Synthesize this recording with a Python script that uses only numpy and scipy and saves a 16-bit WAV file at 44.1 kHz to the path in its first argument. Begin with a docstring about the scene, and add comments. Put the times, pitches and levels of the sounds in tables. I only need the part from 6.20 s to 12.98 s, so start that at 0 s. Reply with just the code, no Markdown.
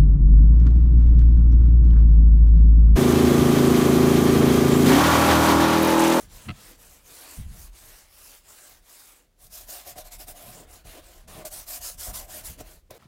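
"""First come slow, soft brush strokes over a low rumble, with one short rattle; quicker, louder strokes follow.
A bristle brush scrubs paint to and fro over paper on an easel in a quiet studio, close to one microphone.
Thousands of bristle slips, made from uneven noise, hiss, scrape and shake the sheet, which drones in its modes.
Short pushes make the taps of the landing brush and the rattle of its handle, by ringing resonances.
The easel rumbles low when pushed: a wandering low tone plus noise passed through its resonances."""
import sys
import numpy as np
from scipy import signal
from scipy.fft import rfft, irfft
from scipy.io import wavfile
from scipy.ndimage import uniform_filter1d

SR = 44100
rng = np.random.default_rng(int(sys.argv[2]) if len(sys.argv) > 2 else 0)


def output_pcm(signal):
    """Save a mono or channel-first signal as 16-bit PCM at the path in sys.argv[1].

    Samples are clipped to [-1, 1] before scaling.
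    """
    pcm = np.clip(np.atleast_2d(signal).T, -1, 1) * 32767
    wavfile.write(sys.argv[1], SR, np.round(pcm).astype(np.int16))


def invert_db(x):
    """Field ratio 10**(x/20) for x, a level in decibels (scalar or array-like)."""
    u = np.asarray(x, float) / 20
    return 10 ** u


N = 298998  # length in samples

# colour of the studio's air and microphone hiss: (frequency [Hz], level per Hz [dB])
STUDIO_COLOUR = [(88, -53), (150, -2.5), (240, -7.5), (315, -7.5), (589, -9), (888, -17), (16000, -26.5)]
# easel legs, the low resonances: (centre [Hz], width [Hz], gain [dB])
LEG_MODES = [(30, 13.7, 3.5), (44, 16, -0.5), (60, 36, -4), (78, 36, -5.5)]
# easel frame, the higher resonances: (centre [Hz], width [Hz], gain [dB])
FRAME_MODES = [(97, 32.4, -0.5), (139, 61, -0.5), (181.4, 62, -1.5), (239, 64, -11)]
# steady rocking while the painter leans in: (time [s], sway drive [dB], frame relative to sway [dB])
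LEAN = [(0, -49, -8.5), (.7, -61.5, -4), (1.5, -59, -14), (2.1, -63, -15), (3.15, -66.5, -11),
        (3.3, -57, -12), (3.6, -53.5, -17.5), (3.95, -48.5, -17.5), (4.35, -58.5, -1), (4.5, -51.5, -15),
        (4.9, -53.5, -15), (5.2, -53, 0), (5.5, -50.5, -19), (5.8, -50.5, -13.5), (6.78, -58, -5.5)]
# shoves on the easel:
# (start [s], sway drive [dB], frame relative to sway [dB], rise [s], time to fall by 60 dB [s])
SHOVES = [(0.02, -52, -4.5, 0.027, 1.3), (.24, -40.5, 5, .065, 0.25), (.45, -59, -10, 0.027, 0.68),
          (.93, -65, -10, .05, .9), (1.168, -31, -8.5, 0.025, 0.5), (1.25, -26.5, -33, 0.013, 0.25),
          (1.36, -38.5, -16, 0.024, 0.74), (1.43, -41.5, -26, 0.014, 0.41), (1.6, -55.5, -11.5, .05, 2.5),
          (4.08, -45.5, -10, .02, 0.23), (4.64, -41.5, -10, 0.011, 0.34), (5.868, -30.5, -9.5, 0.017, 0.33),
          (5.97, -47, -6.5, .03, 1.6), (6.21, -44.5, -13.5, 0.025, 1.2), (6.29, -45.5, -1.5, 0.011, 0.25),
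          (6.385, -41.5, -7, 0.016, 0.22), (6.5, -53.5, -24, 0.028, 2)]
# resonances of the wooden handle: (centre [Hz], width [Hz], gain [dB])
HANDLE_MODES = [(300, 50, 1), (1290, 90, 1), (2100, 110, -1), (2570, 130, -1), (2800, 150, 0),
                (3280, 200, -7), (4050, 280, -8), (4500, 330, -12), (5600, 500, -21)]
# knocks on the handle: (time [s], drive [dB])
KNOCKS = [(.2845, -36), (0.2871, -27.5), (0.29, -33), (.291, -30), (.293, -25.5), (.2955, -50),
          (0.301, -37), (.3035, -29), (.308, -34), (.311, -31.5)]
# resonances of the paper sheet: (centre [Hz], width [Hz], gain [dB])
SHEET_MODES = [(270, 45, -13), (345, 30, -9), (430, 40, -13), (490, 35, -11), (570, 35, -6), (625, 25, 0),
               (715, 35, -1), (775, 40, -7), (1030, 70, -13)]
# moments when the brush lands: (time [s], drive [dB], bristle tick relative to drive [dB])
LANDINGS = [(3.485, -39.5, -12), (3.758, -30.5, -27), (3.783, -31, -9), (4.082, -32.5, -9.5),
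            (4.651, -38, -22), (5.079, -49, -4), (5.19, -38, -25), (5.25, -38, -24), (5.476, -48, -18),
            (5.792, -48, -18), (6.248, -44, -25), (6.387, -49, -20), (6.405, -28.5, -16), (6.423, -40, -22),
            (6.705, -27, -31), (6.707, -33, -12), (6.724, -52, -12)]
# one row a stroke: (start [s], end [s], strength [dB], speeding up [s], slowing down [s])
STROKES = [(-0.016, 0.113, -48, 0.016, 0.16), (0.059, 0.398, -52.5, 0.085, 0.19),
           (0.276, 0.601, -51.5, 0.19, 0.11), (0.536, 0.863, -54, 0.11, 0.15),
           (0.767, 1.299, -48.5, 0.21, 0.16), (1.179, 1.537, -49, 0.28, 0.13),
           (1.49, 1.942, -53, 0.092, 0.2), (1.803, 2.27, -50, 0.28, 0.17), (2.201, 2.648, -52, 0.11, 0.16),
           (2.587, 3.112, -51.5, 0.16, 0.31), (3.163, 3.315, -53.5, 0.081, 0.07),
           (3.285, 3.497, -43.5, 0.069, 0.13), (3.454, 3.685, -40, 0.064, 0.16),
           (3.628, 3.767, -41, 0.077, 0.1), (3.742, 3.856, -44, 0.054, 0.077),
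           (3.827, 3.914, -45, 0.057, 0.067), (3.895, 3.993, -42, 0.049, 0.071),
           (3.97, 4.079, -42.5, 0.049, 0.09), (4.053, 4.152, -40, 0.059, 0.071),
           (4.113, 4.483, -50, 0.08, 0.11), (4.437, 4.656, -48.5, 0.14, 0.15),
           (4.632, 4.829, -52.5, 0.042, 0.054), (4.788, 5.093, -55.5, 0.081, 0.18),
           (5.07, 5.272, -51.6, 0.018, 0.08), (5.248, 5.309, -37, 0.0043, 0.055),
           (5.289, 5.479, -40, 0.055, 0.11), (5.445, 5.605, -38.5, 0.06, 0.036),
           (5.583, 5.789, -35.5, 0.073, 0.15), (5.762, 5.947, -37.6, 0.052, 0.078),
           (5.919, 6.096, -35.8, 0.042, 0.18), (6.057, 6.263, -42, 0.07, 0.1),
           (6.224, 6.394, -36, 0.038, 0.2), (6.363, 6.438, -43.5, 0.058, 0.036),
           (6.378, 6.642, -48.5, 0.17, 0.21), (6.7, 6.737, -62, 0.006, 0.021),
           (6.708, 6.861, -58.5, 0.047, 0.038)]
# how the brush is held: (time [s], share of flat side against tips [0-1], pressure on the sheet [dB],
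# bite of the stiff hairs [dB], extra drive of the low sheet modes from the place on the sheet [dB])
GRIP = [(0, 0.9, -7, 3, 17), (.2, 0.55, -12, 2, 13), (.36, .7, -15, 5.5, 17), (.5, 0.6, -12.5, -0.5, 16.5),
        (.7, 0.76, -12.5, -2, 12.5), (1.1, 0.5, -13, 3.5, 12), (1.35, .65, -12, -3, 9),
        (1.7, 0.4, -10, 0.5, 8), (2.05, 0.4, -28, -2.5, 8), (2.45, 0.8, -11, -2, 5),
        (2.8, 0.33, -28, -4, 8), (3, 0.6, -11, -2.5, 15), (3.25, 0, -9, -9, 3), (3.4, 0.13, -2, -1, -2),
        (3.6, 0.1, 3, 4.5, -1), (3.79, 0, 8, 2, -5.5), (3.95, 0.2, 2.5, 2.5, -0.5), (4.1, 0.3, 6, 1.5, -1),
        (4.18, 0.2, 8.5, 1.5, -2), (4.32, .15, 0.5, 2.5, 1.5), (4.41, 0.6, 8, 2.5, 8.5),
        (4.55, 0.52, -3, 0.5, 6), (4.71, 0.5, 1, 4.5, 6), (4.78, .7, 6.5, 4, 13.5),
        (4.95, 0.4, -1.5, -3.5, 2), (5.1, 0.8, 2.5, 4, 6), (5.19, .5, 10, 7, 3), (5.3, 0.34, 5.5, 0.5, -3),
        (5.4, 0.3, -5.5, 2, -4), (5.55, 0.2, 4, -3, -4), (5.72, .3, -5, -1, -14), (5.82, .3, 1, 0, -6),
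        (5.9, 0.33, 9, 5.5, -4), (6.02, .2, 7, 5, 1), (6.13, 0.36, 4.5, 3, -2), (6.3, 0.04, -4.5, 4, 11.5),
        (6.42, 0.85, 7, 4.5, 11), (6.6, 0.3, -15, -4, 5), (6.72, .4, 5, 6.5, 11), (6.78, .4, 3, -1.5, 11)]
# colour of the hiss of the hair tips: (frequency [Hz], level per Hz [dB])
TIP_COLOUR = [(1500, -15), (2500, -10), (3500, -6), (5000, -1.5), (7500, -2), (10500, 1), (14500, 1.2),
              (15700, -7.5)]
# colour of the hiss of the flat side of the brush: (frequency [Hz], level per Hz [dB])
FLAT_COLOUR = [(1500, -4.5), (3000, -20.5), (5300, -5), (6500, -1.5), (7600, 0), (10000, -2), (13000, -6),
               (15700, -4.5)]
# colour of the scrape of the stiff hairs: (frequency [Hz], level per Hz [dB])
SCRAPE_COLOUR = [(300, -11.5), (600, -1.5), (1100, -2), (1800, -3), (2800, -3), (4500, -5.5), (8000, -20.5)]


def unit(x):
    """Scale to rms 1."""
    return x / np.sqrt(np.mean(x ** 2))


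def curve(rows):
    """Draw straight lines between the rows of a timed table, one curve a column."""
    s, *columns = np.transpose(rows)
    return [np.interp(np.arange(N) / SR, s, c) for c in columns]


def colour(x, points):
    """Shape a spectrum by (frequency [Hz], level [dB]) points."""
    hz, db = np.transpose(points)
    f = np.arange(N // 2 + 1) * SR / N + 1  # the 1 avoids log(0)
    gain_db = np.interp(np.log(f), np.log(hz), db)
    return irfft(rfft(x) * invert_db(gain_db), N)


def ring(x, modes):
    """Add up resonances, each ringing at its own pitch, with signs alternating."""
    total = 0
    for k, (hz, width, db) in enumerate(modes):
        b, a = signal.iirpeak(hz, hz / width, fs=SR)
        total = total + (-1) ** k * invert_db(db) * signal.lfilter(b, a, x)
    return total


def walk(rate):
    """Wander at random: rate new levels a second, smoothed twice and scaled to rms 1."""
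    k = max(int(SR / rate), 1)
    steps = np.repeat(rng.standard_normal(N // k + 1), k)
    smooth = uniform_filter1d(uniform_filter1d(steps, k), k)
    return unit(smooth[:N])


def slips(spread_db, flicker_db, rate):
    """Make dense tiny slips of uneven size, bunching as hairs catch and let go together."""
    size_db = spread_db * rng.random(N) + flicker_db * walk(rate)
    return rng.standard_normal(N) * invert_db(size_db)


def blows(s, db, decay_s, rough):
    """Give short, fading pushes with some random chatter at the given moments."""
    out, t = np.zeros(N), np.arange(1500) / SR
    chatters = rng.standard_normal((len(s), len(t)))
    for start, size, chatter in zip(s, invert_db(db), chatters):
        out[int(start * SR):][:len(t)] += size * np.exp(-t / decay_s) * (1 + rough * chatter)
    return out


def studio():
    """Faint steady air and microphone hiss is coloured noise."""
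    return invert_db(-71.5) * unit(colour(rng.standard_normal(N), STUDIO_COLOUR))


def easel():
    """The legs rock at a wandering pitch under the brush and each shove; the frame rumbles higher up."""
    t = np.arange(N) / SR
    lean_db, lean_frame_db = curve(LEAN)
    # powers add up, so the lean and the shoves are squared here
    sway_power = invert_db(lean_db + 2.0 * walk(14)) ** 2
    frame_power = sway_power * invert_db(lean_frame_db) ** 2
    for s, db, frame_db, rise, t60 in SHOVES:
        onset = np.clip((t - s) / rise, 0, 1)
        fall_db = 60 * np.maximum(t - s - rise, 0) / t60
        shove_power = (onset * invert_db(db - fall_db)) ** 2
        sway_power = sway_power + shove_power
        frame_power = frame_power + shove_power * invert_db(frame_db) ** 2
    rock_hz = 48 * (1 + 0.2975 * walk(30))
    rock = np.sqrt(2) * np.sin(2 * np.pi * np.cumsum(rock_hz) / SR)
    # a broad second resonance rounds off each rumble
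    shake = unit(ring(ring(rng.standard_normal(N), LEG_MODES), [(52.0, 76, 0)]))
    rough = slips(spread_db=-4.7, flicker_db=3.5, rate=30)
    frame = unit(ring(ring(rough, FRAME_MODES), [(140.0, 220, 0)]))
    legs = invert_db(-7) * rock + invert_db(-1.5) * shake
    return np.sqrt(sway_power) * legs + np.sqrt(frame_power) * frame


def rattle():
    """Hard, quick knocks ring the wooden handle and, less, the sheet."""
    push = blows(*np.transpose(KNOCKS), decay_s=0.00006, rough=0.15)
    return invert_db(21.5) * ring(push, HANDLE_MODES) + invert_db(17.5) * ring(push, SHEET_MODES)


def taps():
    """The brush lands: the sheet and the frame ring, with a dry tick of bristle tips."""
    s, db, tick_db = np.transpose(LANDINGS)
    push = blows(s, db, decay_s=0.00025, rough=0.36)
    tick = blows(s, db + tick_db, decay_s=0.0074, rough=1.6)
    tick = signal.sosfilt(signal.butter(1, 1500, "high", fs=SR, output="sos"), tick)
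    return invert_db(16.5) * ring(push, SHEET_MODES) + invert_db(9.0) * ring(push, FRAME_MODES) + tick


def strokes(follows, edge, grows_db, leads_s=0):
    """Each stroke speeds up and slows down; neighbours overlap as the brush turns.

    follows: share of the stroke's strength that counts; edge: sharpness of its rise and fall;
    grows_db: growth from start to end; leads_s: how early it comes. A -50 dB stroke has gain 1 halfway."""
    t, power = np.arange(N) / SR + leads_s, 1e-12
    for s, end, db, rise, fall in STROKES:
        ramps = np.clip([(t - s) / rise, (end - t) / fall], 0, 1)
        speed = np.prod(np.sin(np.pi / 2 * ramps), axis=0)
        along = np.clip((t - s) / (end - s), 0, 1) - 0.5
        gain = invert_db(follows * (db + 50) + grows_db * along)
        power = power + (gain * speed ** edge) ** 2
    return np.sqrt(power)


def sheet(drag_gain, low_db):
    """The drag shakes each mode of the sheet more or less as the brush moves across it."""
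    drag = slips(spread_db=12.5, flicker_db=2.56, rate=38)
    total = 0
    for k, mode in enumerate(SHEET_MODES):
        hz = mode[0]
        # the top modes go the other way from the low ones
        place_share = (hz < 530) - 0.19 * (hz > 680)
        mode_db = 2.1 * walk(12) + low_db * place_share
        # the push is shaped before the mode, so the sheet rings on a little after each stroke
        total = total + invert_db(mode_db) * (-1) ** k * ring(drag * drag_gain, [mode])
    return total / np.std(ring(drag, SHEET_MODES))


def patchy(x, depth_db, rate):
    """Narrow bands swell and fade on their own as other hairs meet the paper."""
    spectrum, octave = rfft(x), np.log2(np.arange(N // 2 + 1) * SR / N + 1)
    total = 0
    for centre in np.arange(8, 14.2, 1 / 6):  # octaves above 1 Hz
        band = np.clip(1 - 6 * abs(octave - centre), 0, 1)
        total = total + invert_db(depth_db * walk(rate)) * irfft(spectrum * band, N)
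    return total


def brush():
    """Fine hairs hiss, stiff ones scrape lower and buzz the handle, and the sheet drones."""
    flat, press_db, bite_db, low_db = curve(GRIP)
    hiss_gain = invert_db(-48.64) * strokes(follows=1, edge=2.16, grows_db=-0.3)
    # a stronger stroke rides up on the tips and is brighter
    flat = np.clip(flat - 0.0057 * (20 * np.log10(hiss_gain) + 35.64), 0, 1)
    fine = slips(spread_db=3.5, flicker_db=1.1, rate=200)
    hiss = flat * unit(colour(fine, FLAT_COLOUR)) + (1 - flat) * unit(colour(fine, TIP_COLOUR))

    stiff = slips(spread_db=7.5, flicker_db=0.86, rate=90)
    buzz_db = -28 + 2.5 * walk(4)  # handle buzz relative to scrape
    scrape = unit(colour(stiff, SCRAPE_COLOUR)) + invert_db(buzz_db) * unit(ring(stiff, HANDLE_MODES))
    scrape_gain = invert_db(-56 + bite_db) * strokes(follows=0.26, edge=1.42, grows_db=2.5)
    hairs = hiss_gain * hiss + scrape_gain * scrape

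    # the sheet takes the push before the hairs slide
    drag_gain = invert_db(-57.5 + press_db) * strokes(follows=0.32, edge=1.42, grows_db=6, leads_s=0.012)
    return patchy(hairs, depth_db=2.18, rate=25) + sheet(drag_gain, low_db)


def scene():
    """One microphone feeds both channels."""
    mono = studio() + easel() + rattle() + taps() + brush()
    return np.array([mono, mono])


def top_cut(x):
    """Nothing passes above the cut-off."""
    return signal.sosfilt(signal.butter(12, 16520, fs=SR, output="sos"), x)


def record(dry):
    """The recorder drops the deepest bass, below 21 Hz, and the top, above 15830 Hz."""
    no_rumble = signal.sosfilt(signal.butter(2, 21, "high", fs=SR, output="sos"), dry)
    mix = signal.sosfilt(signal.ellip(12, 0.2, 80, 15830, fs=SR, output="sos"), no_rumble)
    return top_cut(mix)


dry = scene()
out = record(dry)
output_pcm(out)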